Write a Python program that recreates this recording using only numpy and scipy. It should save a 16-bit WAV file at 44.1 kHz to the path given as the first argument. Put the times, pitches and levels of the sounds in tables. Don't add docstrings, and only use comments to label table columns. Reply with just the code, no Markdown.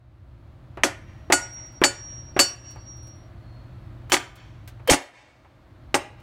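import sys
import numpy as np
from scipy import signal
from scipy.fft import rfft, irfft, next_fast_len
from scipy.io import wavfile
from scipy.ndimage import uniform_filter1d, minimum_filter1d, map_coordinates

SR = 44100
rng = np.random.default_rng(int(sys.argv[2]) if len(sys.argv) > 2 else 0)


def file_out(sig):
    cols = np.atleast_2d(sig).T
    lim = np.clip(cols, -1, 1)
    pcm = np.round(lim * 32767).astype(np.int16)
    wavfile.write(sys.argv[1], SR, pcm)


N = 274302

# (frequency [Hz], relative decay time [ratio])
DAMPING = [(100, 2), (500, 1.1), (2500, 1.5), (7000, 0.94), (15000, 0.7)]


def amp(db):
    return 10 ** (np.asarray(db) / 20)


def clock(count):
    return np.arange(count) / SR


def fade(t, t60):
    return np.exp(-np.log(1000) * t / t60)


def along(points, hz):
    knots, values = np.transpose(points)
    return np.interp(np.log(hz + 1), np.log(knots + 1), values)


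def curve(points):
    return np.interp(clock(N), *np.transpose(points))


def wobble(rate):
    return map_coordinates(rng.standard_normal(int(N * rate / SR) + 4), [clock(N) * rate])


def add(track, s, sound):
    part = track[round(s * SR):][:len(sound)]
    part += sound[:len(part)]


def lag(x, time):
    keep = np.exp(-1 / (time * SR))
    return signal.lfilter([1 - keep], [1, -keep], x)


def below(x, hz, order):
    size = next_fast_len(N + SR // 2)
    return irfft(rfft(x, size) / (1 + (np.fft.rfftfreq(size, 1 / SR) / hz) ** order), size)[..., :N]


def noise(spectrum):
    gain = amp(along(spectrum, np.fft.rfftfreq(N, 1 / SR)))
    x = irfft(rfft(rng.standard_normal(N)) * gain, N)
    return x / np.sqrt(np.mean(x ** 2))


def burst(spectrum, t60s, stretch=1, colour=((1, 0),), count=SR // 2):
    hz, t = np.fft.rfftfreq(count, 1 / SR), clock(count)
    bins = rfft(rng.standard_normal(count)) * amp(along(spectrum, hz))
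    bins = bins / irfft(bins, count).std() * amp(along(colour, hz))
    centres, lives = np.transpose(t60s)
    bands = [irfft(bins * along(np.c_[centres, one], hz), count) for one in np.eye(len(centres))]
    return sum(band * fade(t, life * stretch) for band, life in zip(bands, lives))


def ring(modes, scatter_db, colour=((1, 0),), count=SR // 2):
    t = clock(count)
    hz, db, t60 = np.transpose(modes)
    gain = amp(db + along(colour, hz) + scatter_db * rng.standard_normal(len(hz)))
    phase = rng.uniform(0, 2 * np.pi, (len(hz), 1))
    return gain @ (np.sin(2 * np.pi * hz[:, None] * t + phase) * fade(t, t60[:, None]))


def swell(attack):
    return 1 - np.exp(-clock(SR // 2) / attack)


def push(hz, t60):
    t = clock(SR // 2)
    return np.sin(2 * np.pi * hz * t) * fade(t, t60)


def town():
    # (frequency [Hz], density [dB])
    rumble_spectrum = [(15, -24.5), (30, -15.5), (52, -2), (70, -2), (115, 0), (150, -12.5), (220, -17.5),
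                       (320, -17.5), (420, -30.5), (900, -59.5)]
    air_spectrum = [(150, -34), (250, -7.5), (342, -11), (410, -15.5), (620, -7), (830, -12), (1200, -12),
                    (2900, -24), (4400, -27), (5000, -33.5), (9000, -44), (16000, -56.5)]
    # (frequency [Hz], level re rumble [dB])
    machine_tones = [(121, -4), (306, -20.5), (344, -17.5), (539, -24.5), (630, -21.5)]
    drone = np.zeros(N)
    for hz, db in machine_tones:
        level = amp(db + 0.76 * wobble(6.6))
        drone += level * np.sin(2 * np.pi * np.cumsum(hz + 2.5 * wobble(7)) / SR)
    rumble = amp(0.76 * wobble(3.1)) * noise(rumble_spectrum)
    return amp(-43) * (rumble + drone) + amp(-56.5) * noise(air_spectrum)


def echo(x, colour, t60s, delay, rise, level_db):
    out, size = np.zeros(N), SR // 2
    for start in range(0, N, size):
        tail = burst(colour, t60s, count=2 * SR // 3)
        tail *= 1 - np.exp(-clock(len(tail)) / rise)
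        tail *= amp(level_db) / np.linalg.norm(tail)
        add(out, start / SR + delay, signal.fftconvolve(x[start:start + size], tail))
    return out


def walls(x):
    # (frequency [Hz], level [dB])
    near_colour = [(100, -8.5), (400, 6.5), (1500, 3), (3000, 1), (6000, 1), (14000, -3.5)]
    far_colour = [(100, -18.5), (500, 2.5), (2000, 2.5), (5000, -2), (9000, -13), (14000, -28)]
    # (frequency [Hz], t60 [s])
    near_t60 = [(200, 0.33), (2000, 0.46), (7000, 0.3), (14000, 0.33)]
    far_t60 = [(200, 0.8), (2000, 0.9), (10000, 0.93)]
    near = echo(x, near_colour, near_t60, delay=0.025, rise=0.0087, level_db=-25)
    far = echo(x, far_colour, far_t60, delay=0.23, rise=0.013, level_db=-45)
    return near + far


def chips():
    # (time [s], level [dB])
    ticks = [(1.531, -62.5), (1.662, -69.5), (1.723, -69.5), (2.708, -55.5), (2.968, -68), (3.028, -72),
             (3.070, -60), (4.098, -38), (4.356, -53), (4.676, -42.5), (4.875, -23.5), (6.199, -67)]
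    tinkles = [(2.707, -73), (3.028, -74), (3.068, -75.5), (3.155, -69)]
    # (frequency [Hz], density [dB])
    chink = [(100, -22.5), (700, 0.5), (2500, -4.5), (7000, -8.5), (16000, -9.5)]
    # (frequency [Hz], level [dB], t60 [s])
    chip_modes = [(9470, 7, 0.35), (11240, -3.5, 0.21), (12300, -8, 0.18)]
    out = np.zeros(N)
    for s, db in ticks:
        treble_db = 0.29 * (-39 - db)
        add(out, s, amp(db) * burst(chink, DAMPING, stretch=0.11, colour=[(2500, 1.9), (7000, treble_db)]))
    for s, db in tinkles:
        add(out, s, amp(db) * ring(chip_modes, scatter_db=-7.5))
    return out


def hammer_head():
    # (time [s], level [dB])
    sings = [(0.835, -64.5), (1.322, -30), (1.838, -32.5), (2.394, -31.5)]
    # (time [s], angle [degrees])
    tilt = [(1.3, -27), (1.39, -13), (1.43, 32), (1.49, 8), (1.58, 17.5), (1.81, 4.5), (2.12, -28),
            (2.33, -1.5), (2.44, 27), (2.53, 48), (2.56, 5.5), (2.71, 6.5), (2.825, -1), (2.88, -21.5),
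            (3.25, -3)]
    # (time [s], level [dB])
    faint_ring = [(2.6, -94), (2.98, -68), (3.2, -68.5), (3.35, -88), (3.48, -62), (3.7, -73), (3.95, -90)]
    head_hz, waver_hz, silent_at_s, fade_s = 5655, 3.6, 3.32, 0.29
    t, strength = clock(N), np.zeros(N)
    for s, db in sings:
        strength = np.where(t < s, strength, amp(db) * fade(t - s, t60=5.2))
    strength = lag(strength, time=0.015) * np.clip((silent_at_s - t) / fade_s, 0, 1)
    direct = np.sin(2 * np.radians(curve(tilt)))
    via_ground = amp(-19.5) * (wobble(22) + 1j * wobble(22))
    phase = 2 * np.pi * np.cumsum(head_hz + waver_hz * wobble(4.8)) / SR
    flutter = amp(1.5 * wobble(30))
    main = strength * flutter * np.real((direct + via_ground) * np.exp(1j * phase))
    low = amp(curve(faint_ring) + 1.56 * wobble(15)) * np.sin(2 * np.pi * 4296 * t)
    return main + low * (t > faint_ring[0][0]) * (t < faint_ring[-1][0])


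def thuds():
    # (time [s], slap level [dB])
    presses = [(0.773, -30.5), (1.3005, -18.5), (1.8165, -16.5), (2.3645, -20.5), (2.760, -43),
               (4.797, -48), (4.912, -26.5), (5.447, -45), (5.943, -15)]
    # (frequency [Hz], density [dB])
    slap = [(40, -18), (200, -0.5), (800, 9), (1400, 0), (2400, -5), (4000, -23.5), (9000, -34.5),
            (16000, -45.5)]
    knee_db, growth = -32, 1.49
    out, bend = np.zeros(N), push(hz=365, t60=0.042)
    for s, slap_db in presses:
        bend_db = knee_db + growth * (slap_db - knee_db)
        add(out, s, amp(bend_db) * bend + amp(slap_db) * burst(slap, DAMPING, stretch=0.11))
    return out


def strains():
    # (peak time [s], level [dB], frequency [Hz], rise [s])
    tones = [(4.120, -24, 3060, .005), (4.897, -12, 3130, .0055), (4.895, -4, 500, .0045)]
    out, t = np.zeros(N), clock(SR // 10) - 0.05
    for s, db, hz, rise in tones:
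        shape = np.exp(np.minimum(t / rise, -t / 0.004))
        add(out, s + t[0], amp(db) * shape * np.sin(2 * np.pi * hz * t))
    return out


def fracture():
    # (frequency [Hz], level [dB], t60 [s])
    shard_modes = [(5420, -15, .11), (6540, -7, .14), (6620, -14, .12), (7850, -18, .12), (9022, -10, .13),
                   (9190, -16, .11), (9900, -21, .13)]
    out = np.zeros(N)
    add(out, 4.899, amp(3) * ring(shard_modes, scatter_db=-3) * swell(0.0032))
    puff = (amp(-13.5) * push(hz=43.5, t60=0.13)
            + amp(-8) * push(hz=69, t60=0.098)
            + amp(-10.5) * push(hz=159, t60=0.1343))
    add(out, 4.908, puff * swell(0.0023))
    return out


def overtones(t60, count):
    # (frequency [Hz], level [dB])
    outline = [(3000, -24.5), (5000, -31.5), (6500, -24), (8500, -20), (10000, -29), (12000, -32.5),
               (16000, -44)]
    detune, life = rng.standard_normal((count, 2)).T
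    hz = np.linspace(3300, 15700, count) + 40 * detune
    return np.c_[hz, along(outline, hz), t60 * np.exp(0.15 * life)]


def contact(db, knock_db, bite_db, treble_db, decay, ring_db, low_db):
    # (frequency [Hz], density [dB])
    snap_spectrum = [(300, -25.5), (1200, -3.5), (2400, 1), (3500, -5.5), (8000, -15), (16000, -31)]
    clack_spectrum = [(30, -46), (150, -20), (280, 3), (450, -5), (800, 6.5), (1100, -4), (1700, -3.5),
                      (2500, -6.5), (3600, -11.5), (6000, 1), (9000, -14.5), (11000, -25.5), (16000, -26.5)]
    # (frequency [Hz], level [dB], t60 [s])
    glass_modes = [(1444, -9, .28), (2662, -21, .22), (2939, -14, .2), (3612, -28, .24), (4492, -3, .16),
                   (5135, -19, .2), (5245, -16, .19), (5652, -13, .12), (6175, -11, .12), (6377, -22, .2),
                   (6519, -13, .17), (6786, -12, .18), (7079, -4, .16), (7365, -12, .09), (7682, -6, .16),
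                   (7865, -17, .18), (7913, -9, .12), (8416, -12, .16), (8545, -17, .18), (8626, -23, .25),
                   (9084, -17, .17), (9577, -13, .15), (10090, -22, .15), (10400, -23, .11),
                   (10970, -25, .13), (11255, -23, .15), (13240, -29, .14), (14800, -33, .17)]
    board_modes = [(276.2, -11.5, .13), (309.1, -16.5, .14), (364, -13, .14), (429, -21, 0.06),
                   (557.5, -16, .16), (719, -18, 0.14), (836, -15, 0.11), (1216, -9, 0.063)]
    hardness = [(350, knock_db), (1100, 0.009), (2300, bite_db),
                (4500, treble_db), (14000, 1.8 * treble_db)]
    snap = amp(3.5) * burst(snap_spectrum, t60s=[(1000, 0.025)], colour=hardness)
    clack = amp(-4) * burst(clack_spectrum, DAMPING, decay, hardness)
    shimmer = ring(overtones(1.1 * decay, count=100), scatter_db=5, colour=hardness) * swell(0.0028)
    place = [(1444, low_db), (4492, -4.5 - 0.98 * low_db), (7000, -0.92)]
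    glass = amp(ring_db) * ring(glass_modes, scatter_db=1, colour=place) * swell(0.0087)
    board = amp(knock_db) * ring(board_modes, scatter_db=3.5) * swell(0.0033)
    return amp(db) * (snap + clack + shimmer + glass + board)


def blows():
    # (time [s], level [dB], knock [dB], bite [dB],
    # treble [dB], base decay [s], ring [dB], lowest mode re ring [dB])
    strikes = [(0.835, -6.5, 1.5, -0.5, -4.5, 0.12, -16.5, 5.5),
               (1.323, -3.5, -0.5, 3, 1, 0.056, -3.5, 1.5), (1.838, -6, -1.5, 2.5, -2, 0.075, -3.5, -6.5),
               (2.392, -4.5, -2.5, 0, -1, 0.089, -3, -10.5),
               (4.120, -1.5, 0.5, 2, -0.5, 0.077, -19.5, -10.5), (4.898, 3.5, 2, 1.5, 1, 0.078, -20, -7.5),
               (5.943, -7.5, 2.5, 1, -2, 0.071, -36, 3)]
    # (frequency [Hz], level [dB], t60 [s])
    steel_modes = [(2945, -52.5, 1.3), (4490, -49, 1.6), (7682, -59.5, 0.59), (8700, -52, 0.85)]
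    # (time [s], level [dB])
    rebounds = [(4.142, -13.5), (4.167, -22), (4.923, -8), (4.934, -5.5)]
    out = np.zeros(N)
    for s, db, knock_db, bite_db, treble_db, decay, ring_db, low_db in strikes:
        add(out, s, contact(db, knock_db, bite_db, treble_db, decay, ring_db, low_db))
        add(out, s, amp(db + ring_db) * ring(steel_modes, scatter_db=0, count=3 * SR // 2))
    for s, db in rebounds:
        clack = contact(db, knock_db=-1, bite_db=1.5, treble_db=-3, decay=0.076, ring_db=-25, low_db=-4)
        add(out, s, clack)
    return out


def wind_guard(x):
    threshold_db, hold_s, recovery_db_per_s, upper_share = -39, 0.1, 29, 0.15
    deep_db = 10 * np.log10(lag(below(x, hz=131, order=8) ** 2, time=0.024) + 1e-12)
    needed_db = np.minimum(0, threshold_db - deep_db)
    half = int(hold_s * SR / 2)
    held_db = minimum_filter1d(needed_db, 2 * half + 1, origin=half)
    climb_db = recovery_db_per_s * clock(N)
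    cut_db = lag(np.minimum.accumulate(held_db - climb_db, axis=-1) + climb_db, time=0.11)
    bass = below(x, hz=264, order=4)
    return bass * amp(cut_db) + (x - bass) * amp(upper_share * cut_db)


def limiter_cut(x, ceiling, hold, release):
    size = int(hold * SR)
    needed_db = minimum_filter1d(np.minimum(0, 20 * np.log10(ceiling / (np.abs(x) + 1e-9))), size)
    climb_db = 20 * clock(N) / release
    return -uniform_filter1d(np.minimum.accumulate(needed_db - climb_db, axis=-1) + climb_db, size)


def scene():
    glass = blows() + thuds() + strains() + chips() + fracture()
    return (glass + walls(glass) + hammer_head() + town())[None]


def record(dry):
    start_db, settle_s = -12, 0.55
    guarded = wind_guard(dry) * amp(start_db * np.exp(-clock(N) / settle_s))
    fast_db = limiter_cut(guarded, ceiling=0.9, hold=0.002, release=0.025)
    slow_db = 16 * lag(lag(fast_db, time=0.05), time=0.67)
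    limited = guarded * amp(-fast_db - slow_db)
    rounded = limited / (1 + np.abs(limited / 0.63) ** 6) ** (1 / 6)
    return below(rounded, hz=16050, order=200)


dry = scene()
out = record(dry)
file_out(out)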